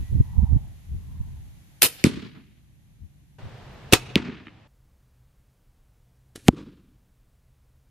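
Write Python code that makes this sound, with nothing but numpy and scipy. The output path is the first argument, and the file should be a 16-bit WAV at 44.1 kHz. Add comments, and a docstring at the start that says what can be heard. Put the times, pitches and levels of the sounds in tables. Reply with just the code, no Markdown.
"""A crossbow is shot in a backyard and heard three times: from the side, from behind the shooter, at the target.
Shaped noise makes the latch and string snap and the frame rattle; short pulses kick the stock; sines ring its metal.
The bolt rushes in as swelling noise and hits a stuffed bag: one pulse slaps the cover, a later one is the thump.
Buildings, trees and lawn return the blows as filtered, smeared echoes and a diffuse tail; the loudest blows clip.
Wind noise buffets the microphone, mostly at the first place, over rumble, hiss and thin tones."""
import sys
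import numpy as np
from scipy import signal
from scipy.fft import rfft, irfft, next_fast_len
from scipy.io import wavfile
from scipy.ndimage import uniform_filter1d

SR = 44100
rng = np.random.default_rng(int(sys.argv[2]) if len(sys.argv) > 2 else 0)


def generate_wav(sig):
    """Save sig (samples, or channels by samples) to the path in sys.argv[1] as 16-bit PCM at SR."""
    pcm = np.round(np.clip(np.atleast_2d(sig).T, -1, 1) * 32767).astype(np.int16)
    wavfile.write(sys.argv[1], SR, pcm)


N = 348390
TIME = np.arange(N) / SR  # s

# borders between the listening places: (time [s])
PLACE_BORDERS = [0, 3.385, 4.675, 8]
# the bolt hits, one row a place: (time [s], slap peak [dB], lag of the thump [s], thump peak [dB])
BOLT_HITS = [(2.0406, 2, 0.004, -2), (4.1567, 1, .0037, -6), (6.4834, 6.5, 0.0026, 7.5)]
# string, cables and limbs rattle, one row a place: (time of the top [s], rms level [dB], rise [s], hold [s],
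# fall [dB/s], after-ring against the top [dB], fade of the after-ring [dB/s])
FRAME_RATTLES = [(1.831, -12, 0.0032, .028, 619, -22.5, 117.5),
                 (3.938, -14.5, 0.0049, 0.0055, 540.5, -20.5, 260),
                 (6.359, -38, 0.002016, 0.00198, 1699, -16, 131)]
# diffuse return of the yard, one row a place: (bow send [dB], slap send [dB], thump send [dB], build-up [s])
YARD_RETURNS = [(-27.5, -9, -14.5, 0.035), (-30.5, -13, -12, 0.026), (-24, -26, -32, 0.0606)]
# microphones, one row a place: (left-right likeness of reflections [0-1], lead of the right port [samples])
MICROPHONE_PORTS = [(.45, 17), (.85, 0), (1, 0)]


def amp(db):
    """Decibels to gain."""
    return 10 ** (np.asarray(db) / 20)


def unit(x):
    """Scales to rms 1."""
    return x / np.sqrt(np.mean(x ** 2) + 1e-20)


def read(points, hz):
    """Reads a spectrum on a log-frequency axis."""
    f, value = np.transpose(points)
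    return np.interp(np.log(hz + 1), np.log(f + 1), value)


def level(points):
    """Gain along a curve of (time [s], level [dB]), silent outside it."""
    s, db = np.transpose(points)
    return amp(np.interp(TIME, s, db)) * (TIME >= s[0]) * (TIME <= s[-1])


def bell(s, width):
    """A smooth Gaussian swell of height 1 around the time s; width is its standard deviation in s."""
    return np.exp(-0.5 * np.minimum(((TIME - s) / width) ** 2, 40))


def sunk(s):
    """Goes from 0 to 1 just after the time s."""
    sink_s = 0.15
    return np.clip((TIME - s) / sink_s, 0, 1)


def heard(place):
    """1 while a place is listened to, else 0, with edges some 3 ms long."""
    inside = (TIME >= PLACE_BORDERS[place]) * (TIME < PLACE_BORDERS[place + 1])
    return uniform_filter1d(1.0 * inside, size=128)


def within(rows, place):
    """The events heard from one place."""
    return [row for row in rows if PLACE_BORDERS[place] <= row[0] < PLACE_BORDERS[place + 1]]


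def placed(s, sound):
    """A track that is silent but for one sound starting at s."""
    track = np.zeros(sound.shape[:-1] + (N,))
    part = track[..., round(s * SR):][..., :sound.shape[-1]]
    part += sound[..., :part.shape[-1]]
    return track


def noise(colour, same, size=N):
    """Two channels of coloured noise of joint rms 1; same is their likeness, a number or a curve over Hz."""
    n = next_fast_len(size)
    hz = np.fft.rfftfreq(n, 1 / SR)
    left, other = rfft(rng.standard_normal((2, n)))
    likeness = np.clip(same if np.isscalar(same) else read(same, hz), -1, 1)
    right = likeness * left + np.sqrt(1 - likeness ** 2) * other
    spectrum = np.array([left, right]) * amp(read(colour, hz))
    return unit(irfft(spectrum, n)[:, :size])


def scatter(same, size):
    """Dense random values for two ports, alike by the share same."""
    left, other = rng.standard_normal((2, size))
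    same = np.clip(same, -1, 1)
    return np.array([left, same * left + np.sqrt(1 - same ** 2) * other])


def lumps(length, depth_db, size):
    """A random gain of rms 1 that wanders over about size steps."""
    wander = unit(uniform_filter1d(rng.standard_normal(length), size))
    return unit(amp(depth_db * wander))


def whistle(hz, width_hz, same):
    """A fuzzy tone of rms 1: a narrow band of noise around a steady or moving pitch."""
    low_pass = signal.butter(2, width_hz / 2, fs=SR, output="sos")
    slow = signal.sosfilt(low_pass, scatter(same, N) + 1j * scatter(same, N))
    cycles = np.cumsum(hz * np.ones(N)) / SR
    return unit((slow * np.exp(2j * np.pi * cycles)).real)


def blow(colour, pitch=1, size=4096):
    """A minimum-phase pulse of given colour and peak 1: its energy comes as early as a causal pulse allows."""
    hz = np.fft.rfftfreq(size, 1 / SR) / pitch
    log_gain = np.log(amp(read(colour, hz)))
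    log_gain -= 2 * np.log(np.maximum(hz / colour[-1][0], 1))  # falls away above the last point
    mirrored = np.r_[log_gain, log_gain[-2:0:-1]]
    pulse = np.fft.ifft(np.exp(np.conj(signal.hilbert(mirrored)))).real[:size // 2]
    return pulse / abs(pulse).max()


def through(x, response):
    """Passes a sound through a two-channel response."""
    return signal.oaconvolve(np.atleast_2d(x), response, axes=1)[:, :N]


def band_limit(x, hz):
    """A steep low-pass."""
    taps = signal.firwin(255, hz, window=("kaiser", 8), fs=SR)
    return signal.oaconvolve(x, taps[None], "same", axes=1)


def tones():
    """Narrow noise bands: a distant tone dies away from the start; a thin whine at the second place sinks."""
    far_db, far_fade_db_per_s = -65.5, 26
    far = amp(far_db - far_fade_db_per_s * TIME) * whistle(1940, width_hz=12, same=0.32)
    whine_db, whine_sink_db = -81, 13.5  # level before the shot, and its drop after it
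    whine_gain = amp(whine_db - whine_sink_db * sunk(FRAME_RATTLES[1][0]))
    whine = whine_gain * whistle(12960, width_hz=60, same=0.5)
    return far + heard(1) * whine


def air(place, split_hz=400):
    """Far rumble and the hiss of the open air, split from one noise wash; both sink after the hit."""
    # outdoor air, one colour a place: (frequency [Hz], relative level [dB])
    air_colour = [
        [(15, -64), (25, -34), (48, -8), (88, -11), (128, 0.02), (186, -8), (219, -15), (318, -19), (415, -33),
         (749, -30), (1280, -36), (1910, -32), (3800, -35), (5200, -40), (6500, -36), (8100, -42),
         (11200, -35.5), (15000, -44)],
        [(15, -40), (25, -10), (86, -8), (128, 0.94), (158, -11), (196, -13), (278, -19), (709, -20),
         (1180, -25), (1350, -25), (3540, -32), (9770, -51), (12400, -55), (13500, -53), (15000, -97)],
        [(15, -30), (25, 0.07), (38, -4), (70, -1), (96, -12), (129, -1), (152, -19), (183, -14), (204, -22),
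         (233, -19), (389, -28), (470, -25), (649, -29), (4150, -40), (15500, -42)],
    ]
    # left-right likeness of the air, one curve a place: (frequency [Hz], likeness [0-1])
    air_same = [
        [(60, 0.75), (300, 0.64), (1400, 0), (15000, 0)],
        [(100, 1), (300, .6), (1400, .7), (3100, 0.4), (9000, 0.029)],
        [(60, 1), (15000, 1)],
    ]
    # one row a place: (rumble before the hit [dB], settled hiss before the hit [dB], rumble drop [dB], hiss drop [dB])
    air_levels = [(-56.5, -62.5, 1.5, 7.5), (-45, -51, 11.5, 10.5), (-60, -73.5, 0.5, 0.5)]
    rumble_db, hiss_db, rumble_sink_db, hiss_sink_db = air_levels[place]
    after = sunk(BOLT_HITS[place][0])
    wash = noise(air_colour[place], air_same[place])
    rumble = signal.sosfiltfilt(signal.butter(3, split_hz, fs=SR, output="sos"), wash)
    hiss = wash - rumble
    opening_db = 7 * np.exp(-TIME / 0.27)  # the hiss starts louder and settles
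    rumble_gain = amp(rumble_db - rumble_sink_db * after)
    hiss_gain = amp(hiss_db + opening_db - hiss_sink_db * after)
    return rumble_gain * unit(rumble) + hiss_gain * unit(hiss)


def wind():
    """Turbulent eddies hit each port on its own; the hardest ones flutter higher up, and each gust sighs."""
    # gusts at the first microphone: (time [s], width [s], rumble [dB], sigh [dB], sigh pitch at the top [Hz])
    gusts = [(.45, .18, -31.5, -55, 865), (1.22, 0.2, -36, -68.5, 963.7)]
    # single eddies that buffet the microphone: (time [s], rms level [dB], width [s], left against right [dB])
    buffets = [(.005, -25.5, 0.031, -1.5), (0.163, -17.5, 0.037, -7.5), (.208, -7, .005, 2.5),
               (0.389, -12, 0.013, -22), (.434, -11, .0098, -11), (0.53, -13.5, 0.024, -15.5),
               (0.564, -11.5, 0.0065, -8), (0.941, -27.5, 0.034, 3), (1.207, -23.5, 0.0076, -6),
               (3.037, -37, 0.018, 9), (3.454, -33.5, 0.018, 2)]
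    # low roar of the eddies: (frequency [Hz], relative level [dB])
    wind_colour = [(20, -13.5), (45, 2), (70, 8), (130, -4.5), (200, -14.5), (330, -30), (600, -47.5),
                   (1200, -61.5), (3000, -87)]
    flutter_colour = [(60, -11.5), (170, 8.5), (300, -11.0), (600, -31), (1200, -38.0), (3000, -73)]
    breeze_db = -58  # what stirs between the gusts
    sigh_sag_hz_per_s = 450  # each sigh sinks in pitch as its gust passes
    power = np.ones((2, 1)) * (amp(breeze_db) * heard(0)) ** 2
    sighs = np.zeros((2, N))
    for s, width, rumble_db, sigh_db, hz in gusts:
        swell = bell(s, width)
        power += (amp(rumble_db) * swell) ** 2
        pitch_hz = hz - sigh_sag_hz_per_s * (TIME - s)
        sighs += amp(sigh_db) * swell ** 1.7 * whistle(pitch_hz, width_hz=210, same=0.5)
    for s, db, width, pan_db in buffets:
        sides = unit(amp([[pan_db], [0]]))
        power += (amp(db) * sides * bell(s, width)) ** 2
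    eddies = noise(wind_colour, 0)
    # even out the noise, so that the gusts and buffets alone set its strength
    local_power = uniform_filter1d(uniform_filter1d(eddies ** 2, size=900), size=900)
    eddies /= np.sqrt(local_power)
    flutter = amp(-8.5) * power * noise(flutter_colour, 0)
    return np.sqrt(power) * eddies + flutter + sighs


def wall(place, delay, smear):
    """One echo: a flat wall is a mirror, a rough one smears the sound, and long paths lose their treble."""
    t = TIME[:SR // 4]
    if smear < 0.0006:
        taps = np.ones((2, 1)) * (t == 0)
    else:
        taps = scatter(MICROPHONE_PORTS[place][0], len(t)) * t * np.exp(-t / smear)
    taps /= np.linalg.norm(taps, axis=1, keepdims=True)
    dull_hz = 15000 / (1 + delay / 0.07)
    return signal.sosfilt(signal.butter(3, dull_hz, fs=SR, output="sos"), taps)


def yard(place):
    """Uneven scatter from lawn, trees and siding: it builds up, then each band fades at its own pace."""
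    # time to fade by 60 dB: (frequency [Hz], time [s])
    yard_t60 = [(60, 0.99), (250, .85), (700, 0.58), (2500, 1), (5000, 0.74), (9000, 0.38), (15000, .25)]
    build_up_s = YARD_RETURNS[place][3]
    grain = lumps(SR, depth_db=2.5, size=400)
    hz, t, z = signal.stft(grain * scatter(MICROPHONE_PORTS[place][0], SR), SR, nperseg=256)
    fade = amp(-60 * t / read(yard_t60, hz)[:, None])
    build_up = (1 - np.exp(-t / build_up_s)) ** 2
    tail = signal.istft(z * fade * build_up, SR, nperseg=256)[1]
    return tail / np.sqrt(np.mean(abs(rfft(tail)[:, :4000]) ** 2))  # mean gain 1 below some 4 kHz


def clicks():
    """Two small clicks after the second hit, each a short pulse smeared over about a millisecond."""
    # the clicks: (time [s], level [dB])
    double_click = [(4.4687, -27), (4.4813, -30)]
    # (frequency [Hz], relative level [dB])
    click_colour = [(100, -8), (300, 11), (550, -25), (1070, -0.5), (2580, 1.5), (3590, -8), (4320, -31),
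                    (6000, -39)]
    smear = wall(place=1, delay=0, smear=0.001)
    click = signal.fftconvolve(blow(click_colour)[None], smear, axes=1)
    return sum(placed(s, amp(db) * click) for s, db in double_click)


def flight():
    """The bolt's rush swells as it nears; a narrow whistle in it falls, probably combed by the ground reflection."""
    # falling whistle in the rush: (time [s], pitch [Hz], rms level [dB])
    falling_whistle = [(6.451, 2890, -65), (6.462, 2502, -62.5), (6.474, 1756, -55.5), (6.482, 1207, -54.5)]
    # rush of the bolt: (frequency [Hz], relative level [dB])
    flight_colour = [(40, -2.5), (250, -3.5), (420, -16), (750, -30), (1500, -29.5), (4000, -26),
                     (12000, -25.5), (15000, -49.5)]
    bolt_m_per_s, closest_m = 100, 0.57  # speed, and the distance from the microphone at the hit
    rush_db, rush_db_per_decade = -40.5, 27  # level at 1 m, and its loss per tenfold distance
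    shot, hit = FRAME_RATTLES[-1][0], BOLT_HITS[-1][0]
    distance = np.hypot(bolt_m_per_s * (hit - TIME), closest_m)
    flying = (TIME > shot) * (TIME < hit)
    rush = amp(rush_db - rush_db_per_decade * np.log10(distance)) * flying
    s, hz, db = np.transpose(falling_whistle)
    falling_tone = whistle(np.interp(TIME, s, hz), width_hz=400, same=1)
    return rush * noise(flight_colour, 1) + level(np.c_[s, db]) * falling_tone


def dispersed(x, corner_hz):
    """Cloth and stuffing delay the lower waves (an all-pass), so a push swells over a cycle before it dies."""
    r = np.exp(-2 * np.pi * corner_hz / SR)
    out = signal.lfilter([-r, 1], [1, -r], x)
    return out / abs(out).max()


def bag(place):
    """The point slaps the cover; a moment later the stuffing stops the bolt with a thump. The yard answers."""
    # the taut cover, one colour a place: (frequency [Hz], relative level [dB])
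    slap_colour = [
        [(60, -30), (350, -1), (700, -14), (1050, -33), (1600, -13), (2300, 0), (3200, -17), (3900, -20),
         (4700, -10), (6800, -13), (10000, -19), (14000, -28)],
        [(60, -30), (400, -6), (700, -13), (1050, -23), (1650, -21), (2400, 0), (3400, -1), (4500, -9),
         (6000, -19), (7000, -29), (11000, -28), (14500, -35)],
        [(60, -28), (300, -6), (600, -9), (1000, -12), (1500, -12), (2200, -10), (3200, -10), (4500, -16),
         (7000, -19), (10000, -26), (14500, -39)],
    ]
    # the stuffing, one colour a place: (frequency [Hz], relative level [dB])
    thump_colour = [
        [(25, -30.5), (60, -10), (110, -4.5), (170, 0), (240, 1.5), (340, -5), (480, -13.5), (700, -33),
         (1000, -41.5), (3000, -40)],
        [(25, -32.5), (60, -3.5), (110, -10), (170, 3), (240, 4), (340, -2), (480, -8.5), (700, -29),
         (1000, -29.5), (3000, -58)],
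        [(25, -22), (60, -4.5), (110, -1.5), (170, 2.5), (240, 3.5), (340, -1), (480, -10.5), (700, -31),
         (1000, -38.5), (3000, -74.5)],
    ]
    # the slap scattered back off lawn, siding and trees, one colour a place: (frequency [Hz], relative level [dB])
    return_colour = [
        [(100, -17), (350, -6), (700, -4), (1200, -0.5), (2300, -1.5), (4200, -2.5), (6000, -10),
         (11500, -11.5), (13000, -36)],
        [(100, -19), (350, -1), (700, 8), (1200, 8.5), (2500, 6.5), (4000, -1), (6000, -10.5), (9000, -21),
         (14000, -43)],
        [(100, -10.5), (350, 3.5), (700, 1.5), (1200, 5), (2000, -4), (3800, -3.5), (6000, -12), (11500, -14),
         (14000, -31.5)],
    ]
    # ground and bushes close by scatter the hit at once, one row a place: (slap [dB], thump [dB], smear [s])
    near_scatter = [(-2, -9, 0.012), (-12.5, -13.5, 0.0047), (-37, -44.5, 0.017)]
    # walls and tree lines that echo, one list a place: (delay [s], slap [dB], thump [dB], smear [s])
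    wall_echoes = [
        [(.0225, -14.5, -6, .00033), (.125, -37.5, -21.5, 0.0051), (.181, -20.5, -31, .02),
         (.3, -24, -32.5, 0.02)],
        [(.0133, -12.5, -12.5, 0.0063), (.124, -38, -17.5, .006)],
        [(.039, -41.5, -31.5, .006), (.08, -24.5, -30.5, 0.018), (.185, -58, -36, 0.0026)],
    ]
    s, slap_db, lag, thump_db = BOLT_HITS[place]
    lead = MICROPHONE_PORTS[place][1]
    length = SR // 10
    slap = -amp(slap_db) * placed(0, dispersed(blow(slap_colour[place]), corner_hz=2440))[:length]
    thump = -amp(thump_db) * placed(lag, dispersed(blow(thump_colour[place]), corner_hz=245.1))[:length]
    direct = slap + thump
    out = np.array([placed(s + lead / SR, direct), placed(s, direct)])  # the right port hears it first
    returned = placed(0, blow(return_colour[place]))[:length]
    for delay, slap_echo_db, thump_echo_db, smear in [(0, *near_scatter[place])] + wall_echoes[place]:
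        sent = amp(slap_echo_db) * returned + amp(thump_echo_db) * thump
        out += placed(s + delay, through(sent, wall(place, delay, smear)))
    _, slap_wet_db, thump_wet_db, _ = YARD_RETURNS[place]
    sent = amp(slap_wet_db) * returned + amp(thump_wet_db) * thump
    return out + placed(s, through(sent, yard(place)))


def resonant(x):
    """The frame's crowd of resonances, each some 70 Hz wide, ripples the spectrum."""
    z = rfft(x)
    return unit(irfft(z * lumps(z.shape[1], depth_db=3.5, size=550), N))


def rattle(place):
    """The rattle swells, holds while the string swings, then falls fast and leaves a faint after-ring."""
    s, db, rise, hold, fall, after_db, fade = FRAME_RATTLES[place]
    sag_db_per_s = 230  # slow loss while the string still swings
    age = np.clip(TIME - s, 0, 1)
    buzz = amp(-sag_db_per_s * np.minimum(age, hold) - fall * np.maximum(age - hold, 0))
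    after_ring = amp(after_db - fade * age)
    swell = np.exp(np.clip((TIME - s) / rise, -20, 0))
    return amp(db) * swell * np.hypot(buzz, after_ring)


def bow(place):
    """Latch and string stop snap, the stock kicks, and the whole frame buzzes and rings out."""
    # sharp blows in the bow: (time [s], rms level at the top [dB], rise [s], decay [s])
    snaps = [(1.8212, -4, 0.0012, 0.0022), (1.829, -4.5, 0.00023, 0.0013), (1.8312, -11, 0.0007, 0.001),
             (3.9257, -8.5, 0.00091, 0.0043), (3.9348, 1, 0.0008, .0035), (6.358, -37.5, .0001, 0.00024),
             (6.3605, -59.5, 0.00096, 0.0059)]
    # the string stop kicks the stock, and a small thump follows it at the third place: (time [s], peak [dB],
    # pitch factor)
    kicks = [(3.9325, 1, 1.18), (3.9362, -15.5, 2.9), (6.3578, -29, 1.2), (6.3778, -38, 0.87)]
    # snaps, one colour a place: (frequency [Hz], relative level [dB])
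    snap_colour = [
        [(60, -28.5), (400, -12), (1200, -11.5), (3000, -1.5), (7000, -6.5), (12000, 2), (14200, -5.5),
         (15200, -25)],
        [(60, -10), (400, 10.5), (800, -13.5), (2600, 1.5), (5000, -4.5), (9500, -7.5), (14500, -15.5),
         (16000, -21)],
        [(60, -1.5), (400, 8), (1400, 9), (3500, 2.5), (11000, -5), (15000, -19.5)],
    ]
    # rattling frame, one colour a place: (frequency [Hz], relative level [dB])
    rattle_colour = [
        [(40, -21), (150, -6), (380, -2.5), (800, -10), (2000, -4), (3100, -2.5), (6400, -5), (11000, -2),
         (14200, -3), (15000, -28.5)],
        [(40, -6.5), (90, -3.5), (190, -9), (370, -3), (800, -7.5), (2500, -6.5), (5000, -10.5), (9000, -16.5),
         (14500, -27), (16000, -38.5)],
        [(60, 0.5), (400, 0), (900, -18.5), (1600, -6), (3500, -4.5), (6000, -10), (11000, -9), (15000, -38.5)],
    ]
    # left-right likeness of the bow, one curve a place: (frequency [Hz], likeness [0-1])
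    bow_same = [
        [(100, .9), (1200, .65), (3000, .35), (6000, .1), (15000, .05)],
        [(100, .8), (1200, .65), (3000, .6), (8000, .25)],
        [(100, 1), (15000, 1)],
    ]
    # ringing metal parts: (frequency [Hz], relative level [dB], time to fade by 60 dB [s])
    bow_modes = [(3160, 2.5, 0.1), (6000, -10, 0.21), (7208, -16.5, 0.23), (9400, 0.5, 0.11),
                 (10764, -4.5, 0.16), (13700, -5.5, 0.18)]
    # gain of the whole metal ring, one a place: (gain [dB])
    ring_gains = [-33.5, -50, -69]
    # far buildings return the shot, one row a place: (delay [s], gain [dB], smear [s])
    shot_echo = [(0.16, -28.5, 0.0079), (.152, -34, 0.012), (0.095, -26, .005)]
    stock_colour = [(30, -9.5), (90, 0.5), (200, -5.5), (350, -1.0), (600, -18.5), (1200, -25.5), (4000, -52.5)]
    same = bow_same[place]
    power = np.zeros(N)
    for s, db, rise, decay in within(snaps, place):
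        away = np.maximum((s - TIME) / rise, (TIME - s) / decay)
        power += amp(db) ** 2 * np.exp(-2 * np.minimum(away, 20))
    out = np.sqrt(power) * noise(snap_colour[place], same)
    # loose parts chatter, so the rattle comes in clumps about a millisecond long
    chatter = lumps(N, depth_db=2.0, size=40)
    out += rattle(place) * chatter * resonant(noise(rattle_colour[place], same))
    for s, db, pitch in within(kicks, place):
        out -= placed(s, amp(db) * blow(stock_colour, pitch))
    t = TIME[:SR // 2]
    ring = np.zeros(len(t))
    for hz, db, t60 in bow_modes:
        decay = np.exp(-np.log(1000) * t / t60)
        ring += amp(db) * decay * np.sin(2 * np.pi * (hz * t + rng.random()))
    last_snap_s = within(snaps, place)[-1][0]
    out += placed(last_snap_s, amp(ring_gains[place]) * ring)
    delay, echo_db, smear = shot_echo[place]
    echo = placed(delay, through(out, wall(place, delay, smear)))
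    return out + amp(echo_db) * echo + amp(YARD_RETURNS[place][0]) * through(out, yard(place))


def scene():
    """The three places follow one another with cuts some 3 ms long; the first has a lower treble limit."""
    # upper limit of the sound, one a place: (frequency [Hz])
    top_hz = [14700, 15800, 15800]
    out = tones() + wind() + clicks() + flight()
    for place in range(len(BOLT_HITS)):
        out += heard(place) * band_limit(air(place) + bag(place) + bow(place), top_hz[place])
    return out


def record(dry):
    """Full scale flattens the loudest blows; then a low-pass takes the top."""
    return band_limit(np.clip(dry, -1, 1), hz=15900)


dry = scene()
out = record(dry)
generate_wav(out)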